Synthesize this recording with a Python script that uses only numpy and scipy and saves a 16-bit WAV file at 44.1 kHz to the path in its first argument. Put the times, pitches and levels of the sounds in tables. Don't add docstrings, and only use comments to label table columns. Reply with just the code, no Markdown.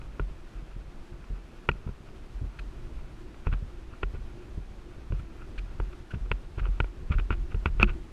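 import sys
import numpy as np
from scipy.fft import rfft, irfft, next_fast_len
from scipy.io import wavfile
from scipy.ndimage import map_coordinates

SR = 44100
rng = np.random.default_rng(int(sys.argv[2]) if len(sys.argv) > 2 else 0)


def master_out(mix):
    frames = np.transpose(np.atleast_2d(mix))
    ceiling = np.clip(frames, -1, 1)
    pcm = np.round(ceiling * 32767).astype(np.int16)
    wavfile.write(sys.argv[1], SR, pcm)


N = 358091

# start_s, blow_db, relative_sway_db
LANDINGS = [(0.199, -34, -23.5), (0.552, -50, -33.5), (0.759, -41.5, -33.5), (1.117, -42, -39),
            (1.3, -38.5, -28.5), (1.687, -27.5, -29), (1.863, -34.5, -34.5), (1.886, -37, -61),
            (2.344, -60, -31.5), (2.412, -32, -37), (2.439, -39, -37), (2.594, -48.5, -32.5),
            (3.467, -27, -22), (3.523, -29, -21.5), (3.621, -38.5, -57), (4.033, -37, -26),
            (4.136, -37.5, -46), (4.573, -34.5, -32.5), (5.102, -36.5, -27), (5.123, -31.5, -31),
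            (5.189, -38.5, -44), (5.58, -54, -32), (5.796, -36, -24.5), (6.134, -35, -40),
            (6.153, -34.5, -47), (6.21, -48, -26), (6.31, -32.5, -25.5), (6.574, -36.5, -31),
            (6.615, -38, -22), (6.685, -39.5, -23.5), (6.8, -31, -26.5), (7.1, -27, -38), (7.152, -40, -18),
            (7.185, -33, -18.5), (7.303, -30, -25.5), (7.375, -47, -29), (7.543, -32, -24),
            (7.657, -29, -48), (7.699, -41, -25), (7.796, -29, -20), (7.835, -33.5, -20.5)]
# start_s, force_db, edge_treble_db, rebound_delay_s
MOUNT_KNOCKS = [(0.196, -27, -5, 0.0029), (1.689, -18, 3.5, 0.0021), (1.874, -41, 4, 0.0031),
                (1.889, -45.5, 0, 0.0021), (3.469, -28, 0.5, 0.0012), (4.031, -26, 3, 0.0027),
                (4.148, -43.5, -1, 0.0024), (5.122, -38, 6, 0.0018), (5.800, -28.5, -5, 0.0024),
                (6.136, -42.5, -4, 0.0032), (6.315, -22, 6, 0.0019), (6.581, -38.5, -3, 0.003),
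                (6.664, -42, 7, 0.00245), (6.802, -20.5, 2, 0.0013), (6.843, -35, 4, 0.0013),
                (7.305, -23.5, -2, 0.00074), (7.545, -39, 12, 0.0024), (7.658, -18.5, -1.5, 0.00089),
                (7.798, -24, 2.5, 0.0015)]
# start_s, peak_db
STOP_SNAPS = [(1.715, -31), (7.8285, -1.9), (7.875, -39)]
# centre_s, half_width_s, relative_level_db
RUB_STROKES = [(0.019, 0.0035, -43), (1.131, 0.0051, -49.5), (3, 0.019, -50), (3.346, 0.0064, -49),
               (3.472, 0.026, -43.5), (3.533, 0.015, -34.5), (3.94, 0.028, -50.5), (4.034, 0.0076, -33),
               (4.153, 0.014, -44.5), (5.197, 0.012, -48), (5.414, 0.03, -49), (5.933, 0.0088, -46.5),
               (6.144, 0.012, -40), (6.595, 0.017, -35), (6.654, 0.037, -42.5), (7.127, 0.028, -35),
               (7.192, 0.014, -32.5), (7.325, 0.021, -32.5), (7.522, 0.019, -45), (7.669, 0.021, -38.5),
               (7.824, 0.027, -25.5), (7.893, 0.025, -35.5)]
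# start_s, length_s, first_pitch_hz, last_pitch_hz, level_db, jitter_ratio, tilt_db_per_octave
TACK_SQUEAKS = [(2.588, 0.013, 1445, 1196, -42, 0.13, 1), (5.578, 0.019, 1434, 930, -43.5, 0.14, 2.5),
                (6.105, 0.02, 1476, 1280, -45.5, 0.06, -7)]

# pitch_hz, level_db, t60_s
SADDLE_MODES = [(137, 1.5, 0.11), (205, -14, 0.068)]
MOUNT_MODES = [(43.03, 3, 0.29), (33, -14.5, 0.079)]
CASE_MODES = [(400, 1, 0.015), (626, -11.5, 0.011), (946, -3, 0.013), (1427, -4, 0.018), (1926, -17, 0.033),
              (2340, 1.5, 0.0075), (2654, -7, 0.02), (2887, -8, 0.015), (3354, -14, 0.0066),
              (4510, -24, 0.0056)]
STOP_MODES = [(203, -18.5, 0.11), (352, -22, 0.072), (764, -13, 0.0089), (1045, -17.5, 0.014),
              (1313, -11.5, 0.018), (2484, 1.5, 0.011), (2604, 1, 0.01), (4390, -22.5, 0.0088)]

# frequency_hz, level_db
KNOCK_EQ = [(420, -19.5), (900, -20), (1400, -18.5), (2500, -25.5)]
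# frequency_hz, db_per_force_db
KNOCK_GROWTH = [(420, 0.65), (900, 0.92), (1400, 1.13), (2500, 1.63)]
# frequency_hz, relative_level_db
SAND_EQ = [(50, -31), (100, -12), (150, 9), (210, 4.5), (300, -6), (420, -5), (650, -22.5), (1500, -70),
           (8000, -120)]
CRACK_EQ = [(500, -23), (2500, 14), (4000, -1), (7000, -7.5), (11000, -17), (15000, -37)]
RUB_EQ = [(200, -10), (400, 0), (750, -5), (1100, 1), (1420, 8.5), (1750, -4.5), (2100, -4.5), (2550, 3.5),
          (3100, -7), (3900, -18.5), (6000, -33), (14000, -53)]
SQUEAK_EQ = [(600, -30), (1200, -9), (1500, 4), (2100, 4.5), (2900, 3.5), (3600, -14), (4350, -3),
             (5200, -35), (12000, -50)]
RUMBLE_EQ = [(12, -6), (25, 2), (40, -5), (55, -3), (80, -15), (130, -15), (250, -39), (500, -73),
             (1500, -120)]
HUM_EQ = [(90, -27), (150, 0.5), (230, 3.5), (290, -1), (360, 1.5), (420, -3), (520, -6.5), (700, -12),
          (1100, -46), (6000, -120)]
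HISS_EQ = [(300, -23), (550, -3.5), (750, 0), (1050, -2), (1200, -2), (1420, -4.5), (1750, -5.5),
           (2200, -8), (2650, -10), (3300, -11), (6000, -18), (10000, -25), (12500, -30.5), (15000, -38)]
HOLLOW_EQ = [(200, -24), (300, -7.5), (330, -3), (355, 0), (380, -9), (420, -21), (600, -72.5),
             (2000, -120)]

# time_s, relative_level_db
WIND_FADER = [(0.0, -42.5), (0.27, -47.5), (2.24, -48), (2.47, -42.5), (3.98, -46), (4.21, -41.5),
              (4.88, -49), (5.56, -42.5), (6.6, -48), (6.76, -36), (6.92, -44), (7.8, -35.5), (7.96, -37.5),
              (8.12, -46.5)]
SURGE_FADER = [(0.5, -59), (2.2, -58), (2.75, -53), (4.4, -53.5), (5.9, -52), (6.45, -58.5), (7.0, -54),
               (8.0, -48)]

FIRST_LANDING_S, FIRST_STRIDE_S, QUICKEN_S, STRIDE_COUNT = 0.19, 0.572, 0.0062, 15
BEAT_OFFSETS_S, SOFT_BEAT_DB = [-0.14, 0, 0.115], -48.5
PUSH_RISE_S, THUD_GAIN_DB_PER_S, RING_LOSS_DB_PER_S = 0.00713, 0.97, 0.6
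ORDINARY_KNOCK_DB, REBOUND_DB = -24.5, -9.5
ORDINARY_RUB_DB, SCUFF_DB, SCUFF_HALF_WIDTH_S = -38.5, -53.5, 0.0095
CALM_WIND_DB, SURGE_LAG_S, SURGE_HALF_WIDTH_S = -45.5, 0.3, 0.16
HIGH_CUT_HZ = 15140


def hooves():
    out, t = np.zeros(N), np.arange(SR // 2) / SR
    soft_beats = [(s + beat, SOFT_BEAT_DB, SOFT_BEAT_DB) for s in strides() for beat in BEAT_OFFSETS_S]
    rocking = ring(MOUNT_MODES, t).sum(0) * attack(t, 0.011)
    push = swell(t, rise_s=PUSH_RISE_S) * np.sin(np.pi * t / PUSH_RISE_S)
    for s, blow_db, sway_db in LANDINGS + soft_beats:
        thud = amp(3.5 + THUD_GAIN_DB_PER_S * s) * push
        load = 1.017 + 0.058 * rng.standard_normal()
        saddle = amp(6 - RING_LOSS_DB_PER_S * s) * ring(SADDLE_MODES, t * load).sum(0) * attack(t, 0.0073)
        sand = amp(-6) * swell(t, rise_s=0.0066) * noise(SAND_EQ, len(t))
        add(out, s, amp(blow_db) * (sand + saddle - thud) - amp(sway_db + 4.5) * rocking)
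    return out


def knocks():
    out, t = np.zeros(N), np.arange(SR // 8) / SR
    mode_hz = np.array(CASE_MODES)[:, 0]
    for s, force_db, edge_db, delay_s in MOUNT_KNOCKS:
        growth_db = along(KNOCK_GROWTH, mode_hz) * (force_db - ORDINARY_KNOCK_DB)
        treble_db = along([(1400, 0.004), (2500, edge_db)], mode_hz)
        mode_db = along(KNOCK_EQ, mode_hz) + growth_db + treble_db
        gains = amp(mode_db + 0.5 * rng.standard_normal(len(mode_hz)))
        detune = 1 + 0.015 * rng.standard_normal()
        body = gains @ ring(CASE_MODES, t * detune) * attack(t, 0.00061)
        chatter = amp(mode_db[-1] - 15.5) * swell(t, rise_s=0.0023) * noise(RUB_EQ, len(t))
        crack = amp(mode_db[-1] - 32) * swell(t, rise_s=0.00032) * noise(CRACK_EQ, len(t))
        add(out, s, body + chatter + crack)
        add(out, s + delay_s, amp(REBOUND_DB) * body)
    return out


def snaps():
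    out, t = np.zeros(N), np.arange(SR // 4) / SR
    body = ring(STOP_MODES, t).sum(0) * attack(t, 0.00081)
    for s, peak_db in STOP_SNAPS:
        crack = amp(-21) * swell(t, rise_s=0.00023) * noise(CRACK_EQ, len(t))
        snap = body + crack
        add(out, s, amp(peak_db) * snap / np.abs(snap).max())
    return out


def scrapes():
    out, t = np.zeros(N), np.arange(-4096, 4096) / SR
    scuffs = [(s + FIRST_STRIDE_S * rng.random(), SCUFF_HALF_WIDTH_S * (0.5 + rng.random()), SCUFF_DB)
              for s in strides()]
    for s, half_width_s, db in RUB_STROKES + scuffs:
        slips = rng.standard_normal(len(t))
        slips *= amp(5 * np.repeat(rng.standard_normal(len(t) // 32), 32))
        stroke = np.exp(-2 * (t / half_width_s) ** 2)
        tilt = -0.9 + 0.12 * (db - ORDINARY_RUB_DB)
        rub = amp(db - 4.5) * stroke * coloured(slips, RUB_EQ, tilt)
        add(out, s + t[0], rub[s + t >= 0])
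    return out


def squeaks():
    out = np.zeros(N)
    for s, length_s, first_hz, last_hz, db, roughness, tilt in TACK_SQUEAKS:
        progress = np.linspace(0, 1, round(length_s * SR))
        arch = np.sin(np.pi * progress)
        jitter = map_coordinates(rng.standard_normal(64), [progress * 12])
        glide_hz = first_hz + (last_hz - first_hz) * progress
        slip_hz = glide_hz * (1 + 0.082 * arch + roughness * jitter)
        phase = 2 * np.pi * np.cumsum(slip_hz) / SR
        slips = sum(np.sin(k * phase) / np.sqrt(k) for k in range(1, 5))
        rasp = amp(-9) * noise(CRACK_EQ, SR // 8)[:len(progress)]
        add(out, s, amp(db) * np.sqrt(np.abs(arch)) * (coloured(slips, SQUEAK_EQ, tilt) + rasp))
    return out


def wind():
    rise_db = fader(WIND_FADER) - CALM_WIND_DB
    gust = wobble(4.6)
    buffet = amp(CALM_WIND_DB + rise_db + 2.0 + 1.8 * gust + 2.4 * wobble(16)) * noise(RUMBLE_EQ, N)
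    hum = amp(-55.5 + 0.04 * rise_db + 0.5 * gust + 1.34 * wobble(16)) * noise(HUM_EQ, N)
    hiss = amp(-59.5 + 0.13 * rise_db + 0.6 * wobble(24)) * noise(HISS_EQ, N)
    return buffet + hum + hiss


def hollow_note():
    t = np.arange(N) / SR
    airflow = sum(np.exp(-((t - s - SURGE_LAG_S) / SURGE_HALF_WIDTH_S) ** 2) for s in strides())
    return amp(fader(SURGE_FADER)) * airflow * noise(HOLLOW_EQ, N)


def rustle():
    return amp(-68.5 + 5.4 * np.tanh(wobble(40)) + 1.5 * wobble(3.2)) * noise(RUB_EQ, N)


def strides():
    lengths = FIRST_STRIDE_S - QUICKEN_S * np.arange(STRIDE_COUNT)
    return FIRST_LANDING_S + np.cumsum(lengths) - lengths


def ring(modes, t):
    return np.array([(-1) ** k * amp(db - 60 * t / t60) * np.sin(2 * np.pi * hz * t)
                     for k, (hz, db, t60) in enumerate(modes)])


def attack(t, time_constant_s):
    return 1 - np.exp(-t / time_constant_s)


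def swell(t, rise_s):
    return t / rise_s * np.exp(1 - t / rise_s)


def fader(points):
    return np.interp(np.arange(N) / SR, *np.transpose(points))


def wobble(rate_hz):
    return map_coordinates(rng.standard_normal(int(N * rate_hz / SR) + 4), [np.arange(N) * rate_hz / SR])


def noise(eq, size):
    return coloured(rng.standard_normal(next_fast_len(size)), eq)[:size]


def coloured(x, eq, tilt_db_per_octave=0):
    hz = np.fft.rfftfreq(len(x), 1 / SR)
    tilt_db = tilt_db_per_octave * np.log2(np.clip(hz, 500, 5000) / 500)
    shaped = irfft(rfft(x) * amp(along(eq, hz) + tilt_db), len(x))
    return shaped / np.sqrt(np.mean(shaped ** 2) + 1e-20)


def along(points, hz):
    point_hz, values = np.transpose(points)
    return np.interp(np.log(hz + 1), np.log(point_hz), values)


def amp(db):
    return 10 ** (np.asarray(db) / 20)


def add(track, start_s, sound):
    start = max(round(start_s * SR), 0)
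    part = track[start:start + len(sound)]
    part += sound[:len(part)]


def scene():
    return (hooves() + knocks() + snaps() + scrapes() + squeaks() + rustle() + hollow_note() + wind())[None]


def record(dry):
    size = next_fast_len(N + SR // 2)
    passband = np.fft.rfftfreq(size, 1 / SR) < HIGH_CUT_HZ
    return irfft(rfft(dry, size) * passband, size)[..., :N]


dry = scene()
out = record(dry)
master_out(out)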